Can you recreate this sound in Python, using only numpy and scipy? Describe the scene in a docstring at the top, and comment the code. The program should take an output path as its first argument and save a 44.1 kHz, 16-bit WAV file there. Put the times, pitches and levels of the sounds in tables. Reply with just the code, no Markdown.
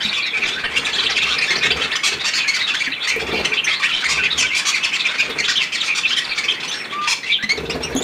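"""Budgerigars squabble around a corn cob on the floor of a small indoor aviary, heard almost in mono.
From the first moment a far flock warbles over faint room air, feather shuffle and pecking; close by,
rasps and gliding whistles overlap. Landings soon knock, and flights whirr and push low gusts of air.
Nasal yelps join after 2.5 s and are the last near calls, as the flock sinks and a hard landing knocks.
Calls are pitch-swept oscillators, wings and air are shaped noise; hard walls add a short echo."""
import sys
import numpy as np
from scipy import signal
from scipy.fft import rfft, irfft, next_fast_len
from scipy.io import wavfile

SR = 44100
rng = np.random.default_rng(int(sys.argv[2]) if len(sys.argv) > 2 else 0)


def to_wav(sig):
    """Store sig (one row per channel, or 1-D mono) as 16-bit WAV at the path in sys.argv[1].

    Samples outside -1..1 are clipped; the rate is SR.
    """
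    pcm = np.clip(np.atleast_2d(sig), -1, 1) * 32767
    pcm = np.round(pcm).astype(np.int16)
    wavfile.write(sys.argv[1], SR, pcm.T)  # frames by channels


N = 354123
TIME = np.arange(N) / SR
EDGE_HZ = 15700  # top of the recorded band

# All event and flock levels are relative, ahead of the gains of the mix.
# near squawks: start_s, length_s, level_db, treble_db
NEAR_RASPS = [(0.005, 0.087, -27, -14), (0.128, 0.047, -21, -17), (0.434, 0.035, -22.5, -36),
              (0.637, 0.032, -24, -34.5), (0.759, 0.034, -21, -3), (0.847, 0.028, -15.5, -14),
              (0.929, 0.04, -21, -18), (0.983, 0.03, -18, -26.5), (1.039, .039, -19, -19.5),
              (1.098, 0.035, -19.5, -23), (1.157, 0.036, -19.5, -17.5), (1.217, .028, -18.5, -15),
              (1.264, 0.097, -22.5, -11.5), (1.383, 0.015, -16, -21), (1.411, 0.042, -20.5, -18),
              (1.502, .027, -17, -16), (1.555, 0.042, -20.5, -25.5), (1.625, 0.056, -20, -16.5),
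              (1.703, 0.031, -20, -22.5), (1.911, 0.036, -24, -20), (1.954, .02, -17.5, -8),
              (2.033, 0.066, -18, -1.5), (2.239, 0.063, -19.5, -7.5), (2.334, 0.066, -20, -6.5),
              (2.475, 0.027, -26.5, 1.5), (2.536, .04, -19.5, -8), (2.676, 0.036, -22, -16),
              (2.741, 0.024, -26, -2.5), (2.791, 0.041, -20, -15), (3.071, 0.038, -21.5, -1),
              (3.315, 0.11, -25, -20.5), (3.447, .018, -20, -6.5), (3.667, 0.084, -23, -18),
              (3.828, 0.049, -21, -16), (3.92, 0.084, -21.5, -22), (4.04, 0.036, -18, -15),
              (4.08, 0.069, -20.5, -5.5), (4.236, 0.043, -24.5, -23), (4.374, 0.066, -21.5, 0),
              (4.547, 0.061, -20.5, 0), (4.651, 0.064, -18.5, 0), (4.741, 0.033, -20, -14),
              (4.829, 0.034, -17.5, -13), (4.874, 0.033, -25, -21.5), (4.929, .043, -20, -14.5),
              (4.994, .021, -17.5, -21), (5.052, .027, -20.5, -15), (5.179, 0.04, -18, -12.5),
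              (5.384, 0.031, -19, -8.5), (5.438, 0.03, -19, -16), (5.479, 0.05, -18, -12.5),
              (5.56, 0.024, -23, -14), (5.607, 0.041, -22.5, -10), (5.721, 0.049, -21.5, -14),
              (5.802, .025, -18.5, -17), (5.828, 0.069, -26, -3), (5.948, .056, -21, -6),
              (6.075, .068, -25, -9), (6.163, 0.039, -21.5, -6.5), (6.243, 0.016, -23, -19),
              (6.29, .052, -24, -22), (6.38, 0.02, -22.5, -5), (6.436, 0.026, -21.5, -11),
              (6.486, 0.047, -21.5, -16.5), (6.713, 0.037, -27, -9.5), (7.072, .072, -17.5, -1.5),
              (7.231, 0.11, -29, -18)]
# near whistles: start_s, length_s, level_db, pitch_hz (middle), slide_octaves
NEAR_CHIRPS = [(0.005, .041, -23, 3440, .23), (0.047, .018, -17, 3730, 0.012),
               (0.086, .022, -22, 3890, -0.086), (0.17, 0.038, -21, 2520, -.24),
               (0.221, 0.078, -25.5, 3830, -0.29), (0.328, .061, -22.5, 2397, 0.13),
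               (0.418, 0.032, -20, 2410, -0.31), (0.735, .039, -20.5, 2186, 0.06),
               (0.764, 0.019, -16, 2830, 0.12), (1.059, .02, -16, 3070, 0.65),
               (1.162, 0.047, -21, 2640, 0.12), (1.204, 0.048, -20.5, 2550, .39),
               (1.289, 0.048, -20, 3310, 0.43), (1.411, 0.04, -20.5, 2460, -0.25),
               (1.626, 0.032, -21, 2480, .24), (1.703, 0.027, -16.5, 2700, 0.57),
               (1.807, 0.021, -20, 3160, -0.025), (2.39, 0.066, -22.5, 2540, -0.2),
               (2.602, 0.064, -23.5, 3760, -.07), (2.688, 0.038, -21, 2700, -.18),
               (2.858, .028, -23, 2060, -0.43), (2.921, 0.024, -19.5, 2670, 0.34),
               (3.073, 0.084, -21.5, 2194, 0.24), (3.449, 0.013, -10, 2943, 0.26),
               (3.519, 0.024, -19, 2367, -0.2), (3.569, 0.032, -13, 2880, 0.098),
               (3.67, .025, -16, 2340, 0.34), (3.707, .042, -23.5, 3340, 0.11),
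               (3.836, 0.032, -18.5, 2420, 0.36), (3.889, .033, -22.5, 2810, -0.21),
               (4.174, 0.048, -20, 2435, 0.14), (4.224, 0.052, -18, 2553, -0.051),
               (4.303, 0.035, -20.5, 3685, 0.13), (4.4, 0.064, -19.5, 2520, -0.17),
               (4.461, 0.053, -23.5, 2980, -0.34), (4.505, 0.0715, -20.5, 2300, 0.257),
               (4.724, 0.068, -24, 2420, -0.092), (4.918, 0.04, -20, 2530, 0.42),
               (5.051, 0.024, -16, 2370, -0.37), (5.2, 0.027, -16.5, 2644, -0.34),
               (5.554, 0.029, -15.5, 3195, 0.39), (5.578, 0.048, -18, 2880, -.29),
               (5.88, 0.066, -19, 2430, -0.14), (6.034, 0.035, -16, 2630, -0.16),
               (6.101, .048, -19, 3117, .22), (6.164, 0.033, -18.5, 3130, -.06),
               (6.312, 0.021, -19.5, 2453, 0.17), (6.482, 0.031, -16, 3190, 0.097),
               (7.291, 0.042, -19.5, 2355, 0.15), (7.317, .026, -13.5, 3610, 0.025),
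               (7.341, .032, -17, 3150, -.12)]
# near nasal notes: start_s, length_s, level_db, pitch_hz (middle), slide_octaves, overtones_db
NEAR_YELPS = [(2.479, .03, -24.5, 2198, 0.042, 0), (2.611, .016, -22.5, 2010, .19, -15),
              (2.737, .021, -27, 1630, 0.69, 0), (3.08, 0.0284, -29.5, 2120, -.08, -2),
              (3.641, .015, -31.5, 3070, -0.2, 5.5), (4.377, .03, -23, 3150, -.26, -3),
              (6.375, .026, -25, 2300, -.15, -7), (6.677, 0.0296, -34, 3046, 0.12, -0.5),
              (6.729, 0.097, -46, 2750, -.02, 6), (6.922, 0.151, -35, 1190, 0.082, -9),
              (7.424, 0.0258, -25, 1984, 0.2, -8), (7.49, 0.0362, -22, 2151, 0.168, -3),
              (7.572, 0.011, -35.5, 2010, -0.32, 4), (7.696, .019, -27.5, 2600, 0.38, -3),
              (7.829, .027, -32.5, 2805, 0.12, 2.5), (7.96, 0.0346, -35.5, 3360, 0.099, 5),
              (8.02, 0.0136, -30, 3620, .17, -1)]
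# birds landing and bumping into things: start_s, level_db, ring_hz
LANDINGS = [(0.051, -19.5, 208), (2.875, -24, 269), (3.163, -14, 452), (5.299, -19.5, 455),
            (7.437, -20, 217), (7.951, -9.5, 263)]
# short flights and flurries of wings: start_s, build_up_s, length_s, level_db, draught_share_db
WING_FLIGHTS = [(0.298, 0.12, 1.22, -38, -12), (1.488, .15, 0.31, -29, -12.5),
                (2.054, .08, 0.098, -33.5, -11), (3.097, .22, .33, -24, -14),
                (4.03, 0.11, 0.39, -38.5, -1.5), (5.134, 0.16, 0.28, -36.5, -11),
                (6.33, 0.091, 0.63, -41, -22), (7.494, 0.13, 0.62, -25.5, -12.5)]
# loudness of the rest of the flock: time_s, level_db
FLOCK_LEVEL = [(0, -26), (0.6, -25.5), (1.2, -24.5), (1.8, -23.5), (2.2, -26), (4.3, -25), (4.63, -29),
               (5.25, -24), (5.68, -27.5), (6.8, -27), (7.2, -35), (8.03, -33)]
# spectrum let out by the beak: frequency_hz, relative_db
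BEAK_SPECTRUM = [(350, -8.5), (800, -5.5), (1250, 1.5), (1650, -1.5), (2300, 7), (4400, -0.5),
                 (6700, -12.5), (7900, -17), (11200, -33.5), (13000, -40.5), (16000, -39)]
# spectrum of air stirred by wings: frequency_hz, relative_db
WING_SPECTRUM = [(25, -40), (50, -31), (70, -11), (110, -6), (160, -4), (280, 0), (560, -0.5), (750, -4.5),
                 (1200, -10), (3000, -21.5), (15000, -44)]
# low air pushed out by the wings: frequency_hz, relative_db
DRAUGHT_SPECTRUM = [(25, -42), (48, -24), (70, 1), (105, -9), (150, -5), (260, -12), (500, -41),
                    (2000, -77)]
# blurred voices of the farthest birds: frequency_hz, relative_db
MURMUR_SPECTRUM = [(300, -23), (900, -2.5), (2400, 1.5), (5000, -22), (9000, -22.5), (15000, -55)]
# still air of the room: frequency_hz, relative_db
AIR_SPECTRUM = [(30, -40), (90, -11), (155, 0), (320, -1), (800, -9.5), (3000, -36.5)]
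# decay time of the aviary: frequency_hz, t60_s
ROOM_DECAY = [(200, 0.23), (2000, 0.3), (12000, 0.24)]
# narrow dips in the microphone's response: frequency_hz, sharpness_q
MIC_NOTCHES = [(2890, 31), (7850, 67), (11700, 7.7)]

# throat resonance at 0 dB treble; duller squawks have a higher one, with random spread
THROAT_HZ, THROAT_OCTAVES_PER_DB, THROAT_SPREAD_OCTAVES = 3001, -0.0823, .06
# the ends of a note lie this far under a straight slide
CHIRP_ARCH_OCTAVES, YELP_ARCH_OCTAVES = 0.048, 0.024
# a squawk sags as the bird runs out of push
SAG_DB_PER_S = 23
# least share of roughness, and the length scale over which squawks grow harsher
HARSH_MIN, HARSH_SCALE_S = .26, .07
# chance that a far bird whistles rather than squawks, and the level of the blur
FAR_WHISTLERS, MURMUR_DB = .4, -12
# dying away of a flight, and the constant shuffling of feathers
SETTLE_S, SHUFFLE_DB = 0.068, -56


def amp(db):
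    """Decibels to gain."""
    return 10 ** (np.asarray(db) / 20)


def unit(x):
    """Scales to rms 1."""
    return x / np.sqrt(np.mean(x ** 2) + 1e-20)


def read(points, hz):
    """Reads a spectrum on a log-frequency axis."""
    f, value = np.transpose(points)
    return np.interp(np.log(hz + 1), np.log(f + 1), value)


def follow(curve):
    """Gain at every sample from a level curve."""
    return amp(np.interp(TIME, *np.transpose(curve)))


def add(mix, s, sound):
    """Mixes a sound in at time s."""
    part = mix[max(round(s * SR), 0):][:len(sound)]
    part += sound[:len(part)]


def colour(x, points):
    """Filters x by a spectrum, at rms 1."""
    size = next_fast_len(len(x))
    gain = amp(read(points, np.fft.rfftfreq(size, 1 / SR)))
    return unit(irfft(rfft(x, size) * gain, size)[:len(x)])


def wander(t, rate):
    """A random curve with about rate new values a second."""
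    knots = rng.standard_normal(4096)
    return np.interp(t * rate, np.arange(len(knots)), knots)


def resonate(x, hz, width):
    """A resonance of gain 1, width in Hz, that follows the curve hz."""
    turn = np.exp(2j * np.pi * np.cumsum(hz * np.ones(len(x))) / SR)
    r = np.exp(-np.pi * width / SR)
    # shift the resonance to 0 Hz, smooth there, and shift back
    return 2 * (turn * signal.lfilter([1 - r], [1, -r], x / turn)).real


def syllable(length, rise, fall):
    """Time and loudness of one syllable: it swells, holds and dies away."""
    t = np.arange(0, max(length, .005) + 2 * fall, 1 / SR)
    swell = np.sin(np.pi / 2 * np.minimum(t / rise, 1)) ** 2
    return t, swell / (1 + np.exp(4 * (t - length) / fall))


def glide(t, length, pitches):
    """A pitch arch through start, middle and end."""
    return np.polyval(np.polyfit([0, .5, 1], pitches, 2), np.minimum(t / length, 1))


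def arched(hz, slide, arch):
    """Start, middle and end pitch of a note that slides and arches."""
    return hz * 2 ** np.array([-slide / 2 - arch, 0, slide / 2 - arch])


def bounce(x):
    """Floor and window return each call after short delays, drawn for where the bird stands."""
    out = x.copy()
    for delay_s, strength in zip(rng.uniform(.0004, .0035, size=2), (.6, .4)):
        add(out, delay_s, strength * x)
    return out * np.std(x) / np.std(out)


def calls(voice, table, lead_s):
    """Plays every row of a table with one kind of voice; each swells from just before its time."""
    out = np.zeros(N)
    for s, *row in table:
        add(out, s - lead_s, voice(*row))
    return out


def chirp(length, db, *pitches, waver=.038, buzz=.045, flutter_db=2.5):
    """A gliding whistle, shaken by a fast trill of the syrinx."""
    t, shape = syllable(length, rise=0.0049, fall=0.0086)
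    trill_hz = rng.uniform(164.4, 424.3) * (1 + 0.235 * wander(t, 148))
    trill = np.sin(2 * np.pi * np.cumsum(trill_hz) / SR)
    hz = glide(t, length, pitches) * (1 + waver * wander(t, 436.4) + buzz * trill)
    tone = np.sin(2 * np.pi * np.cumsum(hz) / SR)
    return amp(db) * shape * unit(tone * (1 + .4 * trill) * amp(flutter_db * wander(t, 220)))


def rasp(length, db, throat_hz, treble_db, arch=.4, width_hz=700, throat_db=0, uneven_db=4, treble_s=0.016):
    """A swooping squawk: the syrinx vibrates unsteadily, chopped by its own rattle, under a moving throat."""
    t, shape = syllable(length, rise=0.008, fall=0.0055)
    through = np.minimum(t / length, 1)
    bend = np.sin(np.pi * (through + rng.uniform(-.4, .2)))
    swoop = np.exp(arch * rng.uniform(0.5056, 1) * (bend - bend.mean()))
    # short squawks stay more voiced, long ones break up
    harsh = np.clip(HARSH_MIN + (length / HARSH_SCALE_S) ** 2, 0, 1)
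    voice_hz = throat_hz / rng.choice([2, 2, 3]) / (1 + .5 * harsh)
    jitter = np.exp(.05 * wander(t, 260) + .13 * harsh * wander(t, 1100))
    hz = voice_hz * swoop * jitter
    phase = 2 * np.pi * np.cumsum(hz) / SR
    buzz = unit(sum(np.cos(k * phase + k * k) * (k * hz < EDGE_HZ) for k in range(1, 15)))
    rattle_hz = 310 * np.exp(.3 * wander(t, 300))
    rattle = 1 + (.35 + .35 * harsh) * np.sin(2 * np.pi * np.cumsum(rattle_hz) / SR)
    breath = (.1 + .25 * harsh) * rng.standard_normal(len(t))
    drive = rattle * (buzz + breath)
    throat = amp(throat_db) * resonate(drive, throat_hz * swoop, width_hz)
    voice = colour(drive + throat, BEAK_SPECTRUM)
    # each turn of the head colours the call anew
    bands = np.geomspace(1000, EDGE_HZ, num=16)
    tint_db = read([(3900, -16.5), (6200, treble_db)], bands) + uneven_db * rng.uniform(-1, 1, len(bands))
    voice = colour(voice, np.transpose([bands, tint_db]))
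    # the treble swells and fades with the opening of the beak
    dull = signal.sosfiltfilt(signal.butter(2, 4300, fs=SR, output="sos"), voice)
    gape = np.sin(np.pi * np.clip(t / (length + treble_s), 0, 1))
    return bounce(amp(db + 2 * wander(t, 120)) * shape * (dull + gape * (voice - dull)))


def far_flock(count=260, chirps_db=-4):
    """The rest of the flock chirps and squawks at random; the farthest voices blur into a murmur."""
    out = np.zeros(N)
    for k, (when, long, loud, pitch, bend, kind) in enumerate(rng.random((count, 6))):
        hz, length, slide = 1500 + 2500 * pitch, 0.01818 + .03 * long, 0.337 * (bend - .5)
        if kind < FAR_WHISTLERS:
            call = chirp(length, 6 * loud, hz * (1 - slide), hz, hz * (1 + slide))
        else:
            call = rasp(length, 8 * loud, hz, treble_db=-13.0)
        add(out, (k + 2 * when) / count * N / SR, call)
    murmur = colour(rng.standard_normal(N), MURMUR_SPECTRUM) * amp(2.7 * wander(TIME, 35) + MURMUR_DB)
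    return follow(FLOCK_LEVEL) * (amp(chirps_db) * unit(out) + murmur)


def room_air(level_db=-43.5):
    """Still air of the room: steady, mostly low noise."""
    return amp(level_db) * colour(rng.standard_normal(N), AIR_SPECTRUM)


def pecks(per_s=22, level_db=-46):
    """Beaks and claws tick on seed husks and the floor: random, fast-dying noise bursts."""
    hits = (rng.random(N) < per_s / SR) * amp(20 * rng.random(N))
    t = np.arange(SR // 100) / SR
    tick = rng.standard_normal(len(t)) * np.exp(-t / 0.00091)
    return amp(level_db) * colour(signal.oaconvolve(hits, tick)[:N], BEAK_SPECTRUM)


def flight(s, build_s, length, db):
    """Loudness of a flight that builds up, holds and settles."""
    build = np.clip((TIME - s) / build_s, 0, 1)
    return amp(db) * build * np.exp(-np.maximum(TIME - s - length, 0) / SETTLE_S)


def wing_effort():
    """Loudness of all flights, over a faint shuffling of feathers."""
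    return amp(SHUFFLE_DB) + sum(flight(*row[:4]) for row in WING_FLIGHTS)


def wings(beats_per_s=18, thrum_hz=420, thrum_width_hz=105, thrum_db=-3):
    """Each wing stroke pushes a puff of air and sets the flight feathers thrumming."""
    turns = np.cumsum(beats_per_s * np.exp(.3 * wander(TIME, 20))) / SR
    air = rng.standard_normal(N)
    hz = thrum_hz * np.exp(.05 * wander(TIME, 10))
    thrum = unit(resonate(resonate(air, hz, thrum_width_hz), hz, thrum_width_hz))
    stroke = .4 + np.sin(np.pi * np.sqrt(turns % 1)) ** 4
    stroke = stroke * amp(2 * wander(TIME, 20))
    return wing_effort() * unit((colour(air, WING_SPECTRUM) + amp(thrum_db) * thrum) * stroke)


def near_rasp(length, db, treble_db):
    """A close squawk that sags in level; its throat resonance depends on its treble."""
    octaves = THROAT_OCTAVES_PER_DB * treble_db + THROAT_SPREAD_OCTAVES * rng.standard_normal()
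    call = rasp(length, db, THROAT_HZ * 2 ** octaves, treble_db)
    return call * amp(-SAG_DB_PER_S * (np.arange(len(call)) / SR - length / 2))


def near_chirp(length, db, hz, slide):
    """A close whistle on one arched slide."""
    return chirp(length, db, *arched(hz, slide, CHIRP_ARCH_OCTAVES))


def bumps(decay=0.014, tick_db=-7, level_db=-2):
    """A landing gives a noisy tick, a knock and a short dull ring; decay in seconds."""
    out, t = np.zeros(N), np.arange(SR // 8) / SR
    for s, db, hz in LANDINGS:
        tick = amp(tick_db) * rng.standard_normal(len(t)) * np.exp(-t / 0.0016)
        knock = 2 * resonate(tick, 1000, 2 * hz)
        ring = np.sin(2 * np.pi * hz * t) * np.exp(-t / decay)
        add(out, s, amp(db + level_db) * (ring + .5 * tick + knock))
    return out


def draught(gust_db=2, gusts_per_s=16):
    """Wings that beat close by push low gusts of air at the microphone."""
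    effort = sum(amp(share_db) * flight(*row) for *row, share_db in WING_FLIGHTS)
    return effort * colour(rng.standard_normal(N), DRAUGHT_SPECTRUM) * amp(gust_db * wander(TIME, gusts_per_s))


def yelp(length, db, start_hz, middle_hz, end_hz, second_db, slope_db=-2):
    """A nasal note with a ladder of harmonics, hoarse at its start."""
    t, shape = syllable(length, rise=0.0056, fall=0.0018)
    hoarse = np.exp(-t / .04)
    hz = glide(t, length, [start_hz, middle_hz, end_hz]) * (1 + (.008 + .025 * hoarse) * wander(t, 900))
    phase = 2 * np.pi * np.cumsum(hz) / SR
    # the ladder changes by slope_db an octave and is shaped by the beak
    upper = sum(amp(slope_db * np.log2(k) + read(BEAK_SPECTRUM, k * hz)) * np.sin(k * phase)
                for k in range(2, 7) if k * middle_hz < EDGE_HZ)
    scratch = .5 * hoarse * colour(rng.standard_normal(len(t)), BEAK_SPECTRUM)
    return amp(db) * shape * (unit(np.sin(phase)) + amp(second_db) * unit(upper) + scratch)


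def near_yelp(length, db, hz, slide, overtones_db):
    """A close nasal note on one arched slide."""
    return yelp(length, db, *arched(hz, slide, YELP_ARCH_OCTAVES), overtones_db)


def aviary(x, early_db, tail_db):
    """Floor and window answer first, then a short diffuse tail."""
    size = SR // 2
    sparse = (rng.random(size) < 4000 / SR) * (np.arange(size) > .007 * SR)
    taps = rng.choice([-1., 1.], size) * sparse
    # each frequency of the tail dies away at its own rate
    hz, t, z = signal.stft(taps, SR, nperseg=256)
    tail = signal.istft(z * amp(-60 * t / read(ROOM_DECAY, hz)[:, None]), SR, nperseg=256)[1]
    echo = amp(tail_db) * tail / np.linalg.norm(tail)
    early_at = (SR * rng.uniform(.001, .014, size=8)).astype(int)
    echo[early_at] += amp(early_db) * rng.choice([-1, 1], size=8)
    echo[0] += 1  # direct sound
    return signal.oaconvolve(x, echo / np.linalg.norm(echo))[:N]


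def stereo_width(mid, width_db=-28):
    """A faint delayed copy for the two channels in opposite sign, mostly in the treble."""
    side = np.zeros(N)
    reflection = colour(mid, [(100, 7.5), (900, 4.5), (2600, 2.5), (8000, 18)])
    add(side, .005, amp(width_db) * np.std(mid) * reflection)
    return side


def scene():
    """Far flock, near birds and wings in one room, heard almost in mono."""
    mid = amp(3.5) * aviary(far_flock(), early_db=-15.5, tail_db=-6)
    mid += room_air()
    mid += aviary(pecks() + wings() + bumps() + draught(), early_db=-19, tail_db=-5.0)
    mid += amp(2.5) * aviary(calls(near_rasp, NEAR_RASPS, lead_s=.004), early_db=-19, tail_db=-7)
    mid += amp(0.5) * aviary(calls(near_chirp, NEAR_CHIRPS, lead_s=0.002008), early_db=-12, tail_db=-10)
    mid += amp(6) * aviary(calls(near_yelp, NEAR_YELPS, lead_s=0.001035), early_db=-12.5, tail_db=-8)
    side = stereo_width(mid)
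    return np.array([mid + side, mid - side])


def record(dry, peak_hz=12600, peak_q=12, peak_db=5):
    """The microphone has narrow notches and one high resonance; then the band limit."""
    out = dry + amp(peak_db) * signal.lfilter(*signal.iirpeak(peak_hz, peak_q, SR), dry)
    for hz, q in MIC_NOTCHES:
        out = signal.lfilter(*signal.iirnotch(hz, q, SR), out)
    return signal.oaconvolve(out, signal.firwin(511, EDGE_HZ, window=("kaiser", 9), fs=SR)[None], "same")


dry = scene()
out = record(dry)
to_wav(out)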